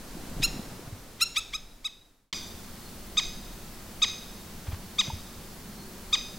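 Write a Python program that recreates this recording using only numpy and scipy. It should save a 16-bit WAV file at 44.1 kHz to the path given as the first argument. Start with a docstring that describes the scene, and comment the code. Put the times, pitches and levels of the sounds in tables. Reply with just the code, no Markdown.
"""A river hisses far off while breeze and soft bumps touch the microphone. A kingfisher calls on the wing:
short arched notes, rich in harmonics, each with a reflection off the water and a tail from the trees.
The sound fades out over the flight and cuts back in on the end of a note, with the bird on a bough.
Behind its rounder perched calls, a far bird calls faintly and a low drone swells once."""
import sys
import numpy as np
from scipy import signal
from scipy.fft import rfft, irfft, next_fast_len
from scipy.io import wavfile

SR = 44100
rng = np.random.default_rng(int(sys.argv[2]) if len(sys.argv) > 2 else 0)


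def master(y):
    """Save y as 16-bit WAV."""
    cut = np.clip(np.atleast_2d(y).T, -1, 1)
    pcm = np.round(cut * 32767)  # scale
    wavfile.write(sys.argv[1], SR, pcm.astype(np.int16))


N = 281358
TIME = np.arange(N) / SR
FADE_START_S, LANDED_S, CUT_S = 1, 2.2, 2.3275

# The river's level ride under the flight. Each row: time in seconds, rumble and hiss in dB before trim.
RIVER_RIDE = [(0.0, -51, -56), (0.252, -47.5, -54.5), (0.54, -45.5, -54), (1.018, -54, -58.5),
              (1.15, -54.5, -58.5)]
# The river's tone in flight and at the perch. Each row: frequency in Hz, relative level in dB.
FLIGHT_RIVER_EQ = [(35, -34.5), (60, -3), (85, 0.5), (273, -0.5), (329, -4.5), (632, -9.5), (762, -11),
                   (897, -12.5), (2750, -22.5), (3470, -22.5), (4380, -22), (15800, -29.5)]
PERCH_RIVER_EQ = [(35, -32), (60, -5), (87, 0.5), (124, -6.5), (206, 1.5), (286, -8), (379, -10.5),
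                  (563, -13), (1300, -17.5), (2230, -22), (3900, -23), (4280, -21), (6360, -24),
                  (14700, -27), (15800, -24)]
# The river's stereo spread. Each row: frequency in Hz, side minus mid in dB.
RIVER_WIDTH = [(60, -21.5), (110, -16), (200, -20), (380, -11.5), (700, -10.5), (1290, -9), (2380, -6.5),
               (4400, -7), (8120, -3.5), (15000, -2.5)]
# The breeze's deep tone. Each row: frequency in Hz, relative level in dB.
BREEZE_EQ = [(12, -2.5), (22, -1.5), (42, -4.5), (60, -20), (120, -37), (400, -66.5)]
# Gusts. Each row: time of the crest in seconds, lift over the steady breeze in dB.
GUSTS = [(.38, 11), (1.6, 5), (3.35, 5)]
# Soft bumps on the microphone. Each row: start in seconds, pitch in Hz, level in dB.
MIC_BUMPS = [(.399, 135, -21), (.56, 232, -25.5), (.592, 207, -19.5), (0.874, 130, -29), (0.923, 99, -25.5),
             (4.679, 84, -19), (4.728, 87, -20), (5.080, 133, -23), (5.129, 83, -22.5)]
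# The kingfisher's notes; on the wing the top comes late, so they mostly rise. Each row: start in
# seconds, top pitch in Hz, climb to the top in ms, level in dB, treble tilt in dB per octave.
NOTES = [ (0.429, 1395, 25.2, -21, 6.5), (1.208, 1383, 23.7, -20.5, 7), (1.3642, 1312, 25.6, -21, 3.5),
         (1.535, 1284, 23.4, -23.5, -1), (1.844, 1293, 15.5, -22.5, 0.9), (2.304, 1237, 13.9, -21.5, 1),
         (3.1694, 1268, 13, -18, -2.5), (4.0175, 1275, 12.5, -16.5, -3.5), (4.9836, 1267, 12.8, -18, -3.5),
         (6.1255, 1263, 12.5, -17.5, -4)]
# The bird's voice in flight and perched. Each row: frequency in Hz, gain in dB.
FLIGHT_VOICE_EQ = [(1300, -14.5), (2100, 1), (2700, -7), (3300, 1), (3800, 2), (4400, -8), (5200, -7.5),
                   (6500, -11.5), (7700, -16), (9000, -23), (11000, -26), (15500, -36.5)]
PERCH_VOICE_EQ = [(1000, -14), (1300, -15), (2100, -5), (2600, -11.5), (3200, -1), (3750, -0.5), (4400, -4),
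                  (5100, -9), (6400, -5), (7700, -12), (9000, -21.5), (11000, -32), (15500, -47)]
# The bounce off the water comes later as the bird climbs. Each row: time in seconds, delay in ms.
WATER_DELAY = [(.44, 0.42), (1.225, .712), (1.38, 0.878), (1.55, .953), (1.86, 1.046), (2.33, 1.065)]
# What the trees send back, on the river and at the bough. Each row: frequency in Hz, relative level in dB.
FLIGHT_TREES_EQ = [(1200, -1), (2600, -0.5), (4000, 1), (5300, 3), (6700, 1), (8200, -4.5), (11000, -5),
                   (16000, -21.5)]
PERCH_TREES_EQ = [(1200, -4.5), (2500, 0), (3800, -4), (5100, 5), (6400, 2.5), (7700, -4), (11000, -8),
                  (16000, -23.5)]
# Faint rustles. Each row: centre in seconds, level in dB.
RUSTLES = [(.877, -53.5), (4.675, -44.5), (4.724, -45.5), (4.746, -45.5), (5.077, -44.5)]
# A far bird's high calls. Each row: centre in seconds, level in dB.
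FAR_CALLS = [(2.85, -59), (5.82, -60)]
# One small tock. Its row: start in seconds, pitch in Hz, level in dB, seconds to die by 60 dB.
TOCK = (5.1005, 898, -24.5, 0.04)


def from_db(db):
    """Decibels to gain."""
    return 10 ** (np.asarray(db) / 20)


def at_hz(eq, hz):
    """An EQ curve's dB at the given frequencies, on a log-frequency axis."""
    f, db = np.transpose(eq)
    return np.interp(np.log(np.maximum(hz, 1)), np.log(f), db)


def in_time(rows, times=TIME):
    """Each column of an automation curve at the given times."""
    s, *columns = np.transpose(rows)
    return [np.interp(times, s, c) for c in columns]


def swell(offset, width, shape=2):
    """A bell of height 1; a larger shape flattens its top and steepens its sides."""
    return np.exp(-np.abs(offset / width) ** shape)


def noise(eq, size=N):
    """Noise coloured by an EQ curve, rms 1."""
    n = next_fast_len(size)
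    gain = from_db(at_hz(eq, np.fft.rfftfreq(n, 1 / SR)))
    x = irfft(rfft(rng.standard_normal(n)) * gain, n)[:size]
    return x / x.std()


def band(x, edges_hz, kind):
    """A gentle Butterworth filter."""
    return signal.sosfilt(signal.butter(2, edges_hz, kind, fs=SR, output="sos"), x)


def wobble(top_hz, size):
    """Random unsteadiness up to a given rate, spread 1."""
    x = band(rng.standard_normal(size), top_hz, "low")
    return x / x.std()


def river(eq, rumble_db, hiss_db, split_hz=1200):
    """Distant water: a low rush and a fine hiss, nearly mono in the bass and wider in the treble."""
    n = next_fast_len(N)
    hz = np.fft.rfftfreq(n, 1 / SR)
    mid, side = rfft(rng.standard_normal((2, n))) * from_db(at_hz(eq, hz))
    stereo = mid + side * from_db(at_hz(RIVER_WIDTH, hz)) * [[1], [-1]]
    low_share = 1 / (1 + (hz / split_hz) ** 2)
    rumble_rms = irfft(mid * ((hz > 100) & (hz < 900)), n).std()
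    hiss_rms = irfft(mid * ((hz > 9000) & (hz < 15000)), n).std()
    rumble = from_db(rumble_db) / rumble_rms * irfft(stereo * low_share, n)[:, :N]
    hiss = from_db(hiss_db) / hiss_rms * irfft(stereo * (1 - low_share), n)[:, :N]
    return rumble + hiss


def breeze(steady_db=-48.5, gust_width_s=.2, side_db=-27):
    """Deep flutter of air on the microphone, steady between gusts and almost mono."""
    level_db = steady_db + sum(db * swell(TIME - s, gust_width_s) for s, db in GUSTS)
    return from_db(level_db) * (noise(BREEZE_EQ) + from_db(side_db) * noise(BREEZE_EQ) * [[1], [-1]])


def thud(start_s, hz, level_db, t60, build_cycles=0.38):
    """A damped swing that takes a moment to build up."""
    out, t, at = np.zeros(N), TIME[:SR // 4], round(start_s * SR)
    envelope = from_db(level_db - 60 * t / t60) * (1 - swell(hz * t, build_cycles))
    out[at:at + len(t)] = envelope * np.sin(2 * np.pi * hz * t)
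    return out


def mic_bumps(jostle_count=16, jostle_s=(.1, .8), jostle_hz=(143, 348), jostle_db=-28, ring_cycles=8.05):
    """Soft bumps, plus random jostles as the microphone swings after the bird."""
    jostles = [(np.interp(when, [0, 1], jostle_s), np.interp(pitch, [0, 1], jostle_hz), jostle_db)
               for when, pitch in rng.random((jostle_count, 2))]
    return sum(thud(s, hz, db, t60=ring_cycles / hz) for s, hz, db in MIC_BUMPS + jostles)


def kingfisher_note(row, voice, attack_ms, loudest_ms, half_length_ms, fall_ms, dulling_db, reflection,
                    end_rasp_db, rasp_ms, edge_shimmer, creak_db, creak_after_ms=16, creak_ms=5.8,
                    jitter=0.0014, edge_jitter=0.018, breath_db=-33):
    """One swell of effort under one pitch arch: clean and bright at its height, rough at its edges."""
    start_s, top_hz, climb_ms, level_db, treble_db = row
    offsets = np.arange(-int(.03 * SR), int(.07 * SR))
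    ms = offsets * 1000 / SR
    here = round(start_s * SR) + offsets
    # effort sets in, swells and sinks; a weak creak trails on down the falling pitch
    onset = .5 + .5 * np.tanh(ms / attack_ms)
    creak = from_db(creak_db) * swell(ms - loudest_ms - creak_after_ms, creak_ms)
    effort = onset * swell(ms - loudest_ms, half_length_ms, shape=2.6) + creak
    slack = (1 - effort) ** 2
    arch_width_ms = np.where(ms < climb_ms, 2.2 * climb_ms, fall_ms)
    pitch = top_hz * swell(ms - climb_ms, arch_width_ms, shape=2.15)
    pitch *= 1 + (jitter + edge_jitter * slack) * wobble(420, size=len(ms))
    harmonics = np.arange(1, 13)[:, None]
    hz = harmonics * pitch
    treble_octaves = np.log2(np.maximum(hz / 3700, 1))
    tilt_db = treble_db - dulling_db * (1 - effort)
    gain = from_db(at_hz(voice, hz) + tilt_db * treble_octaves)
    comb = water_bounce(hz, TIME[here], reflection)
    phase = 2 * np.pi * harmonics * np.cumsum(pitch) / SR
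    tone = np.real(gain * comb * np.exp(1j * phase)).sum(axis=0)
    tone *= 1 + edge_shimmer * slack * wobble(600, size=len(ms))
    # air rasps through before the membranes lock into their cycle, and again as they let go
    start_rasp_db = -67.5 + 2.5 * climb_ms   # the longer the climb, the hoarser the start
    rasp = from_db(start_rasp_db) * swell(ms, rasp_ms, shape=0.89)
    rasp += from_db(end_rasp_db) * swell(ms - loudest_ms - half_length_ms, rasp_ms)
    air = band(noise(voice, size=len(ms)), 1700, "high")
    out = np.zeros(N)
    out[here] = from_db(level_db) * (effort * (tone + from_db(breath_db) * air) + rasp * air)
    return out


def water_bounce(hz, times, reflection):
    """The reflection off the water: a comb that notches each harmonic in turn as the pitch glides."""
    delay_s = in_time(WATER_DELAY, times)[0] / 1000
    return 1 + reflection * np.exp(-2j * np.pi * hz * delay_s)


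def forest(calls, eq, wet_db, bank_db, bank_s, build_s, near_t60, blur,
           blur_hz=260, predelay_s=0.0055, far_t60=1.35, far_db=-14, side_db=-21):
    """The bank sends back one echo; trunks and leaves scatter a dense early return and a weak long one."""
    t = TIME[:SR]
    decay = from_db(-60 * t / near_t60) + from_db(far_db - 60 * t / far_t60)
    tail = (1 - swell(np.maximum(t - predelay_s, 0), build_s)) * decay
    tail /= np.sqrt(np.sum(tail ** 2))
    blurred = calls * (1 + blur * wobble(blur_hz, size=N)) / np.hypot(1, blur)   # smears the pitch
    mid, side = [signal.fftconvolve(blurred, tail * noise(eq, size=SR))[:N] for _ in range(2)]
    echo = band(np.interp(TIME - bank_s, TIME, calls), 7700, "low")
    return from_db(wet_db) * (mid + from_db(side_db) * side * [[1], [-1]]) + from_db(bank_db) * echo


def flight():
    """Over open water the notes are bright, strongly reflected and fairly dry."""
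    calls = sum(kingfisher_note(row, FLIGHT_VOICE_EQ, attack_ms=0.77, loudest_ms=16.35,
                                half_length_ms=14.0, fall_ms=39, dulling_db=1.5, reflection=0.7,
                                end_rasp_db=-27, rasp_ms=4.7, edge_shimmer=.3, creak_db=-34.5)
                for row in NOTES if row[0] < LANDED_S)
    trees = forest(calls, FLIGHT_TREES_EQ, wet_db=-18.0, bank_db=-21.5, bank_s=0.035,
                   build_s=0.013, near_t60=0.48, blur=0.32)
    rumble_db, hiss_db = in_time(RIVER_RIDE)
    return calls + trees + river(FLIGHT_RIVER_EQ, rumble_db + 1.66, hiss_db - 1.7)


def rustles(width_s=.007):
    """Brief, soft midrange scuffs of handling."""
    level = sum(from_db(db) / (1 + ((TIME - s) / width_s) ** 2) for s, db in RUSTLES)
    return level * noise([(100, -5.0), (700, 3.5), (2800, -2.5), (5000, -9), (12000, -29)])


def perch():
    """On the bough the notes are rounder and end hoarsely; the trees answer more, the river is steady."""
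    calls = sum(kingfisher_note(row, PERCH_VOICE_EQ, attack_ms=1.2, loudest_ms=14.8,
                                half_length_ms=12.64, fall_ms=34, dulling_db=20.5, reflection=0.29,
                                end_rasp_db=-17.5, rasp_ms=8.3, edge_shimmer=0.56, creak_db=-18)
                for row in NOTES if row[0] > LANDED_S)
    trees = forest(calls, PERCH_TREES_EQ, wet_db=-12.5, bank_db=-41, bank_s=.03,
                   build_s=0.019, near_t60=0.42, blur=0.37)
    return calls + trees + far_bird() + drone() + river(PERCH_RIVER_EQ, rumble_db=-48, hiss_db=-56.5)


def drone(steady_db=-61, lift_db=9.5, crest_s=5.92, width_s=0.14):
    """A narrow, low band of distant sound that swells once and sinks back."""
    level_db = steady_db + lift_db * swell(TIME - crest_s, width_s)
    return from_db(level_db) * noise([(220, -51), (330, 3.5), (390, 2.5), (560, -40)])


def far_bird(width_s=0.072):
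    """Distance smears each call into a narrow, soft band."""
    level = sum(from_db(db) * swell(TIME - s, width_s) for s, db in FAR_CALLS)
    return level * noise([(3700, -40), (4250, 4), (4500, -4), (5300, -40)])


def tock():
    """One small handling knock, rounded by a soft attack."""
    return thud(*TOCK, build_cycles=1.3)


def scene():
    """Flight, then perch, with breeze and small handling sounds across both."""
    return np.where(TIME < CUT_S, flight(), perch()) + breeze() + mic_bumps() + rustles() + tock()


def record(dry, cutoff_hz=15850):
    """A straight fade to silence, a hard cut back in, and a steep roll-off at the top."""
    fade_out = np.clip((CUT_S - TIME) / (CUT_S - FADE_START_S), 0, 1)
    cut_in = np.clip((TIME - CUT_S) / .0004, 0, 1)
    high_cut = signal.ellip(12, .1, 80, cutoff_hz, fs=SR, output="sos")
    return signal.sosfilt(high_cut, dry * (fade_out + cut_in))


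dry = scene()
out = record(dry)
master(out)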